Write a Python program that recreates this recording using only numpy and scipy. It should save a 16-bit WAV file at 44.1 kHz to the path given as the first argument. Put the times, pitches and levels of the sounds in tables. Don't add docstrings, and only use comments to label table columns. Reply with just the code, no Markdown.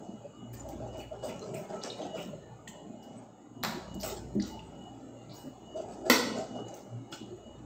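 import sys
import numpy as np
from scipy import signal
from scipy.fft import rfft, irfft, next_fast_len
from scipy.io import wavfile
from scipy.ndimage import map_coordinates

SR = 44100
rng = np.random.default_rng(int(sys.argv[2]) if len(sys.argv) > 2 else 0)


def store_wav(level_fs):
    pcm = np.round(np.clip(np.atleast_2d(level_fs), -1, 1) * 32767)
    wavfile.write(sys.argv[1], SR, pcm.T.astype(np.int16))


N = 337365

# t/s, length/s, rub level/dB, wet swish level/dB
SPONGE_STROKES = [(0.534, 0.07, -59, -57), (0.656, 0.076, -48.5, -60.5), (0.784, 0.11, -48, -66),
                  (0.922, 0.089, -45.5, -62), (1.123, 0.044, -46, -66), (1.225, 0.086, -39.5, -53),
                  (1.411, 0.08, -44, -60), (1.528, 0.11, -46, -71), (1.687, 0.08, -42.5, -59),
                  (1.828, 0.047, -40.5, -45.5), (1.98, 0.079, -40, -57.5), (2.142, 0.083, -41.5, -54.5),
                  (3.05, 0.19, -53, -70.5), (4.031, 0.08, -39.5, -44), (4.43, 0.044, -55.5, -53),
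                  (5.285, 0.11, -53, -73), (5.756, 0.06, -45, -57.5), (5.875, 0.075, -45.5, -62),
                  (6.053, 0.083, -43, -51.5), (6.355, 0.055, -40, -51.5), (6.549, 0.051, -43, -61),
                  (6.66, 0.12, -47.5, -62.5), (7.118, 0.015, -50, -45)]
# t/s, level/dB
HAND_PRESSURE = [(0, -47), (0.45, -58), (0.7, -50.5), (1.08, -59), (1.4, -46), (2.25, -53), (2.5, -56.5),
                 (3.15, -55), (3.38, -61), (3.8, -53.5), (4.7, -51.5), (5.55, -56.5), (5.9, -47),
                 (6.5, -46), (7.0, -55.5), (7.65, -52)]
# t/s, length/s, level/dB
BOARD_NUDGES = [(0.0, 0.15, -45.5), (0.37, 0.094, -45), (0.72, 0.164, -43.5), (1.46, 0.11, -43.5),
                (1.7, 0.098, -44.5), (2.25, .11, -43), (2.44, .05, -48.5), (2.82, 0.081, -45),
                (3.56, 0.18, -46.5), (3.74, 0.048, -38), (5.44, 0.047, -43), (7.11, 0.037, -42.5),
                (7.2, 0.046, -44), (7.305, 0.03, -44)]
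# f/Hz, width/Hz, level/dB
BOARD_MODES = [(389, 95, -5.5), (553, 117, -0.5), (612, 91, 3), (818, 114, -2.5), (1052, 110, -14),
               (1315, 130, -9.5)]
# f/Hz, level/dB
BASIN_EQ = [(40, -25), (70, -45), (100, -6), (140, 0.5), (230, 6.5), (330, 2.5), (450, -7.5), (700, -81.5)]
# f/Hz, level/dB
SUDS_EQ = [(700, -5.5), (1300, 13.5), (1700, 0), (2400, 6), (4200, 6), (6000, 8.5), (8000, 12), (9300, -22),
           (11500, -46), (13500, -5), (15800, -29)]
def scrubbing():
    start, length, rub_db, wet_db = np.transpose(SPONGE_STROKES)
    pressure = amp(curve(HAND_PRESSURE))
    force = pushes(zip(start, length, rub_db))
    wetness = pushes(zip(start, length, wet_db))

    def board(f):
        return sum((-1) ** k * amp(db) * 1j * f * width / (hz * hz - f * f + 1j * f * width)
                   for k, (hz, width, db) in enumerate(BOARD_MODES))

    rumble = coloured(slips(per_s=3000, scatter_db=2.5), BASIN_EQ)
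    rumble = patchy(rumble, depth_db=7.5, width_hz=62.8, life_s=0.09, size=2048)
    rub = filtered(slips(per_s=2500, scatter_db=1), board)
    rub = coloured(rub, [(150, 10), (400, 6), (1400, -5.5), (3000, -30), (8000, -46.5)])
    rub = patchy(rub, depth_db=5.5, width_hz=80, life_s=0.06, size=2048)
    swish = coloured(slips(per_s=3600, scatter_db=-2.5), SUDS_EQ)
    swish = patchy(swish, depth_db=10.5, width_hz=280, life_s=0.055, size=512)
    pops = kitchen(coloured(slips(per_s=130, scatter_db=2), SUDS_EQ), wet_db=0)
    suds = unit(swish + unit(bubbles(count=600)) + 0.7 * unit(pops))
    shaking = np.hypot(amp(-6.5) * force, pushes(BOARD_NUDGES, release_s=0.019))
    return (np.hypot(shaking, amp(1.5) * pressure) * rumble
            + np.hypot(force, amp(-3) * pressure) * rub
            + np.hypot(wetness, amp(-21) * pressure) * suds)


def pushes(rows, attack_s=0.012, release_s=0.054):
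    power, t = np.zeros(N), np.arange(SR) / SR
    for s, length, db in rows:
        attack = 1 - np.exp(-(t / attack_s) ** 2)
        release = np.exp(-np.maximum(t - length, 0) / release_s)
        add(power, s - attack_s / 2, (amp(db) * attack * release) ** 2)
    return np.sqrt(power)


def bubbles(count):
    track, t = np.zeros(N), np.arange(SR // 20) / SR
    for when, height, strength in rng.random((count, 3)):
        hz = 1300 * 6 ** height
        ping = np.sin(2 * np.pi * hz * t) * np.exp(-t * hz / 14)
        add(track, when * N / SR, amp(12 * strength) * ping)
    return kitchen(track, wet_db=6)


CHATTER_PER_S = 220
# t/s, level/dB, rise/s
SPURTS = [(0.527, -48.5, 0.012), (0.684, -53.5, 0.014), (0.965, -57, 0.032), (1.232, -49, 0.016),
          (1.265, -56.5, 0.018), (1.53, -54, 0.04), (2.16, -55.5, 0.043), (2.672, -54.5, 0.017),
          (3.02, -63, 0.02), (3.64, -48, 0.035), (3.945, -50, 0.004), (3.99, -48, 0.025),
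          (4.025, -41.5, 0.04), (4.347, -59, .004), (4.45, -56.5, 0.034), (5.32, -54, 0.055),
          (6.728, -58, 0.041), (7.105, -58, 0.026)]
def spray():
    t = np.arange(N) / SR
    swell = lambda u: (u * np.exp(1 - u)) ** 2
    squeeze = sum(amp(db) * swell(np.maximum(t - s, 0) / rise) for s, db, rise in SPURTS)
    sizzle_eq = [(3000, -14), (5500, -2.5), (8300, -1), (9600, -25),
                 (11500, -16.5), (13500, -6), (15800, -1)]
    crackle = coloured(slips(per_s=9000, scatter_db=2), sizzle_eq)
    crackle = patchy(crackle, depth_db=7, width_hz=280, life_s=0.03, size=256)
    chatter = amp(1.5 * wobble(CHATTER_PER_S))
    return kitchen(squeeze * crackle * chatter, wet_db=-8)


# centre t/s, level/dB, half width/s
BOARD_JUDDERS = [(0.661, -40.5, 0.015), (0.829, -40.5, 0.024), (0.972, -41, 0.019), (1.122, -34, 0.009),
                 (1.251, -31.5, 0.016), (1.572, -37.5, 0.047), (1.747, -40, 0.0097), (2.014, -34, 0.016),
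                 (2.148, -36.5, 0.015), (4.043, -36, 0.015), (5.764, -33, 0.013), (5.785, -33.5, 0.009),
                 (5.802, -28.5, 0.0058), (5.846, -36, 0.0046), (6.072, -33.5, 0.025), (6.409, -35.5, 0.045),
                 (6.558, -39, 0.015)]
def judders(pitch_hz=632):
    t = np.arange(N) / SR
    grip = sum(amp(db) * np.exp(-((t - s) / width) ** 2) for s, db, width in BOARD_JUDDERS)
    phase = 2 * np.pi * np.cumsum(pitch_hz * (1 + 0.03 * wobble(120))) / SR
    flutter = amp(1.5 * wobble(180))
    return grip * flutter * np.sin(phase)


# t/s, level/dB
BASIN_BUMPS = [(0.086, -40), (0.135, -40), (0.752, -39), (0.836, -40.5), (2.867, -46), (2.902, -42),
               (2.934, -46), (3.954, -35.5), (3.973, -39.5), (4.353, -27), (4.361, -25), (4.385, -28),
               (7.213, -40)]
# f/Hz, level/dB, t60/s
BASIN_MODES = [(195.4, -5.5, 0.34), (211.5, 9, 0.062), (241, -8, 0.28), (314, 7, 0.049),
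               (325.3, -14.5, 0.3), (401, -10.5, 0.15), (581, -6, 0.039)]
def bumps():
    track, t = np.zeros(N), np.arange(SR * 3 // 4) / SR
    for s, db in BASIN_BUMPS:
        thud = ringing(BASIN_MODES, t, scatter_db=1) * (1 - np.exp(-t / 0.003))
        add(track, s, amp(db) * kitchen(thud, wet_db=-10))
    return low_cut(track, hz=140)


# t/s, level/dB, snap against the crack/dB
KNIFE_HITS = [(3.636, -26, 0), (3.648, -25, -14)]
# f/Hz, level/dB
CHOP_EQ = [(150, -18), (630, 6), (1240, 6), (1850, 4.5), (2400, -1), (3100, -7.5), (4000, 2.5), (5800, -8),
           (7600, -9.5), (9500, -30), (12000, -20), (15300, -28)]
# f/Hz, level/dB, t60/s
STRUCK_BOARD_MODES = [(953, 2, .25), (1157, 1, .25), (1534, -1, .16), (1790, 1, .2), (1981, 1, .16),
                      (3967, -3, .55)]
def chops():
    track, t = np.zeros(N), np.arange(SR) / SR
    for s, db, snap_db in KNIFE_HITS:
        crack = burst(CHOP_EQ, t60=0.038) + amp(snap_db) * steel_snap(t60=0.0084)
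        ring = amp(-22) * ringing(STRUCK_BOARD_MODES, t, scatter_db=-3.5)
        add(track, s, amp(db) * kitchen(crack + ring, wet_db=-2.5))
    return track


# t/s after first touch, level/dB, likeness to a shared crack/0-1
KNIFE_BOUNCES = [(0, 0, .8), (.002, -1, .8), (.0088, -7, .3), (.0417, -16, 0)]
# f/Hz, level/dB
CLACK_EQ = [(40, -20), (110, -18), (230, 1.5), (560, 4), (850, -4.5), (1300, 2.5), (1680, -11), (2000, 10),
            (2600, -6.5), (4450, 0.5), (4950, -6.5), (5550, 0.5), (6500, -8), (8100, -10.5), (9500, -20.5),
            (13500, -16.5)]
# f/Hz, level/dB, t60/s
KNIFE_SINK_MODES = [(238, 5, .5), (266, 2, .55), (322, -2, .45), (495, 5, .1), (590, -2, .25),
                    (1055, -4, .38), (1324, -4, .38), (1443, -9, .45), (1930, -3, .18), (2072, -6, .4),
                    (2482, -12, .35), (3032, -9, .2), (3526, -15, .4), (3994, -14, .55), (4334, -10, .42),
                    (4540, -10, .48), (4640, -12, .42), (5017, -15, .38), (5527, -11, .3), (5975, -17, .5)]
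def clack(at_s=6.099, crack_t60=0.023):
    contacts, track, t = np.zeros(SR), np.zeros(N), np.arange(SR) / SR
    shared = burst(CLACK_EQ, crack_t60)
    for after, db, alike in KNIFE_BOUNCES:
        fresh = burst(CLACK_EQ, crack_t60)
        add(contacts, after, amp(db) * (alike * shared + np.sqrt(1 - alike ** 2) * fresh))
    contacts += amp(-3.5) * steel_snap(t60=0.012)
    ring = ringing(KNIFE_SINK_MODES, t, scatter_db=1) * (1 + 2.5 * np.exp(-t / 0.011))
    add(track, at_s, amp(-14.5) * kitchen(contacts, wet_db=1.7))
    add(track, at_s, amp(-33.5) * kitchen(ring, wet_db=-4))
    return low_cut(track, hz=140)


def steel_snap(t60):
    return burst([(3000, -31), (7500, 5), (10500, -20.5), (14000, 10), (16000, 1)], t60)


# t/s, level/dB, f/Hz, half width/octaves, t60/s
WET_TICKS = [(0.689, -46, 6350, 0.98, 0.027), (1.394, -45, 6250, 0.18, 0.016),
             (1.543, -45.5, 8550, 0.21, 0.074), (1.736, -50, 1315, 0.028, 0.36),
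             (1.837, -27.5, 5800, 0.13, 0.0074), (1.901, -37.5, 3800, 0.11, 0.066),
             (2.674, -43, 1900, 0.11, 0.032), (2.676, -45, 3130, 0.14, 0.064),
             (2.678, -46, 7480, 0.072, 0.11), (3.027, -60, 5560, 0.23, 0.05),
             (3.63, -37.5, 3650, 0.36, 0.051), (3.943, -44.5, 7100, 0.13, 0.012),
             (4.033, -31.5, 4560, 0.68, 0.019), (4.398, -46.5, 1970, 0.086, 0.071),
             (4.423, -37, 5800, 0.08, 0.024), (4.593, -46.5, 2760, 0.14, 0.053),
             (6.683, -50.5, 6500, 0.14, 0.086), (6.741, -42, 6000, 0.096, 0.015),
             (7.126, -42, 3080, 0.23, 0.083)]
def ticks():
    track, t = np.zeros(N), np.arange(SR // 2) / SR
    for s, db, hz, spread, t60 in WET_TICKS:
        noise = rng.standard_normal(len(t))
        band = filtered(noise, lambda f: 1 / (1 + (np.log2((f + 1) / hz) / spread) ** 2))
        band = patchy(band, depth_db=6, width_hz=220, life_s=1, size=512)
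        decay = amp(-60 * t / t60)
        tick = unit(band * decay) * np.sqrt(np.mean(decay ** 2))
        add(track, s, amp(db) * kitchen(tick, wet_db=-5.5))
    return filtered(track, lambda hz: amp(-10 * np.exp(-((hz - 10500) / 1800) ** 2)))


# t/s, fade/s, level/dB, start f/Hz, end f/Hz
BLADE_SLIDES = [(1.001, 0.044, -56.5, 2650, 2340), (1.292, 0.038, -55.5, 2450, 2620),
                (1.538, 0.044, -50.5, 2550, 2350), (1.815, .035, -51.5, 3950, 4400),
                (2.018, 0.037, -56, 3500, 3080), (2.172, 0.0554, -50, 2550, 2800),
                (4.001, .07, -50.5, 5190, 3970), (4.4, 0.057, -49.5, 4500, 4080),
                (5.296, 0.082, -57.5, 4100, 4940)]
def scrapes():
    track, t = np.zeros(N), np.arange(SR // 2) / SR

    def grit(half_width_hz):
        return unit(filtered(rng.laplace(size=len(t)), lambda f: 1 / (1 + (f / half_width_hz) ** 2)))

    for s, fade, db, from_hz, to_hz in BLADE_SLIDES:
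        phase = 2 * np.pi * np.cumsum(np.interp(t, [0, fade], [from_hz, to_hz])) / SR
        force = amp(db) * np.exp(-(t / fade) ** 2)
        width = 0.13 * from_hz
        add(track, s, force * (grit(width) * np.cos(phase) + grit(width) * np.sin(phase)))
    chatter = amp(3 * wobble(CHATTER_PER_S))
    return kitchen(track * chatter, wet_db=-6)


# t/s, level/dB
WHISTLE_FADER = [(0.2, -65), (1.0, -54.5), (1.8, -56), (2.2, -50.5), (2.7, -63.5), (3.5, -64), (3.95, -58),
                 (5.5, -60.5), (6.6, -52.5), (7.6, -63)]
def whistle(pitch_hz=2918, pulse_s=0.2955, first_weak_s=0.705, half_width_s=0.094):
    turns = (np.arange(N) / SR - first_weak_s) / pulse_s
    pulse = np.round(turns)
    weak = pulse % 3 == 0
    swell = amp(-17.5 * weak) * np.exp(-((turns - pulse) * pulse_s / half_width_s) ** 2)
    level = amp(curve(WHISTLE_FADER)) * (swell + amp(-19))
    phase = 2 * np.pi * np.cumsum(pitch_hz * (1 + 0.0012 * wobble(60))) / SR
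    rasp = 0.33 * (wobble(130) * np.cos(phase) + wobble(130) * np.sin(phase))
    return level * (np.sin(phase) + rasp)


# t/s, level/dB
MOTOR_FADER = [(0.35, -73), (0.65, -52), (1.05, -54.5), (1.75, -78), (2.35, -64.5), (3.45, -80),
               (3.95, -52), (4.4, -52.5), (5.15, -71.5), (6.15, -61.5), (6.95, -76), (7.65, -58)]
def motor():
    drone = coloured(rng.standard_normal(N), [(25, -13), (60, -4), (95, 9), (160, -4), (400, -55.5)])
    return amp(curve(MOTOR_FADER)) * (wavering_tone(59) + drone)


# f/Hz, level/dB
HUM_PARTIALS = [(118, -1), (237, -17)]
# t/s, level/dB
HUM_FADER = [(0.25, -65), (0.5, -53), (0.9, -53), (1.2, -62), (3.3, -64), (5.3, -59), (5.7, -71),
             (6.3, -57.5), (7.65, -61)]
def mains_hum(throb_s=0.339, peak_at_s=0.52, depth_db=8.5):
    t = np.arange(N) / SR
    throb_db = depth_db * np.cos(2 * np.pi * (t - peak_at_s) / throb_s)
    partials = sum(amp(db + 4.1 * wobble(15)) * wavering_tone(hz) for hz, db in HUM_PARTIALS)
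    return amp(curve(HUM_FADER) + throb_db) * partials


# f/Hz, level/dB
AIR_EQ = [(25, -38.5), (60, -36.5), (120, -2), (300, -8.5), (800, -0.5), (1150, -13.5), (2000, -24.5),
          (4300, -29), (6000, -50.5), (9000, -83.5)]
# f/Hz, level/dB
HISS_EQ = [(3000, -28), (5000, -33), (6000, -20), (6600, 1.5), (7800, -8.5), (9000, -34), (11500, -34.5),
           (15000, -26)]
# t/s, level/dB
HOUSE_FADER = [(0, -3), (2.0, 2), (3.4, -5), (3.9, -1), (6.6, -1), (7.65, -3)]
def house_noise():
    air = coloured(rng.standard_normal(N), AIR_EQ)
    air = patchy(air, depth_db=8.5, width_hz=80.1, life_s=0.087, size=2048)
    hiss = coloured(rng.standard_normal(N), HISS_EQ)
    hiss = patchy(hiss, depth_db=4.5, width_hz=200, life_s=0.18, size=1024)
    return amp(curve(HOUSE_FADER)) * (amp(-54) * air + amp(-68.5) * hiss)


# f/Hz, t60/s
TILE_DECAY = [(120, 0.37), (500, 0.92), (2000, 0.5), (5000, 0.64), (8000, 0.58), (10000, 0.38),
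              (14000, 0.29)]
def kitchen(sound, wet_db):
    hz, t, z = signal.stft(rng.standard_normal(min(len(sound), SR)), SR, nperseg=256)
    tail = signal.istft(z * amp(-60 * t / along(TILE_DECAY, hz)[:, None]), SR, nperseg=256)[1]
    tail *= 1 - np.exp(-np.arange(len(tail)) / SR / 0.0034)
    return sound + amp(wet_db) * signal.fftconvolve(sound, tail / np.linalg.norm(tail))[:len(sound)]


def slips(per_s, scatter_db):
    impulses = (rng.random(N) < per_s / SR) * rng.standard_normal(N)
    return impulses * amp(scatter_db * rng.standard_normal(N))


def ringing(modes, t, scatter_db):
    return sum(rng.choice([-1, 1]) * amp(db + scatter_db * rng.standard_normal() - 60 * t / t60)
               * np.sin(2 * np.pi * hz * t) for hz, db, t60 in modes)


def burst(spectrum, t60):
    decay = amp(-60 * np.arange(2 * SR) / SR / t60)
    z = rfft(rng.standard_normal(2 * SR) * decay)
    crack = irfft(z / np.abs(z) * amp(along(spectrum, np.fft.rfftfreq(2 * SR, 1 / SR))))[:SR]
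    return crack * np.linalg.norm(decay) / np.linalg.norm(crack)


def wavering_tone(hz):
    t = np.arange(N) / SR
    return np.sqrt(2) * np.sin(2 * np.pi * hz * t + 0.53 * wobble(4.5))


def wobble(per_s):
    return map_coordinates(rng.standard_normal(int(N * per_s / SR) + 4), [np.arange(N) * per_s / SR])


def patchy(x, depth_db, width_hz, life_s, size):
    z = signal.stft(x, nperseg=size)[2]
    knots = np.indices(z.shape) * np.reshape([SR / size / width_hz, size / 2 / SR / life_s], (2, 1, 1))
    grid = rng.standard_normal(knots.max(axis=(1, 2)).astype(int) + 2)
    field = map_coordinates(grid, knots, order=1)
    return unit(signal.istft(z * amp(depth_db * field), nperseg=size)[1][:len(x)])


def filtered(x, response):
    size = next_fast_len(len(x) + 8192)
    return irfft(rfft(x, size) * response(np.fft.rfftfreq(size, 1 / SR)), size)[:len(x)]


def coloured(x, spectrum):
    return unit(filtered(x, lambda hz: amp(along(spectrum, hz))))


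def low_cut(x, hz):
    return signal.sosfilt(signal.butter(2, hz, 'highpass', fs=SR, output='sos'), x)


def along(points, hz):
    f, values = np.transpose(points)
    return np.interp(np.log(hz + 1), np.log(f + 1), values)


def curve(points):
    return np.interp(np.arange(N) / SR, *np.transpose(points))


def amp(db):
    return 10 ** (np.asarray(db) / 20)


def unit(x):
    return x / np.sqrt(np.mean(x ** 2) + 1e-20)


def add(track, s, sound):
    part = track[max(round(s * SR), 0):][:len(sound)]
    part += sound[:len(part)]


def scene():
    washing = scrubbing() + spray() + judders() + bumps()
    knife = chops() + clack() + ticks() + scrapes()
    background = whistle() + motor() + mains_hum() + house_noise()
    return (washing + knife + background)[None]


def record(dry):
    top_hz, slope_hz = 15700, 300
    high_cut = lambda hz: np.clip((top_hz - hz) / slope_hz + 0.5, 0, 1)
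    return np.array([filtered(channel, high_cut) for channel in dry])


dry = scene()
out = record(dry)
store_wav(out)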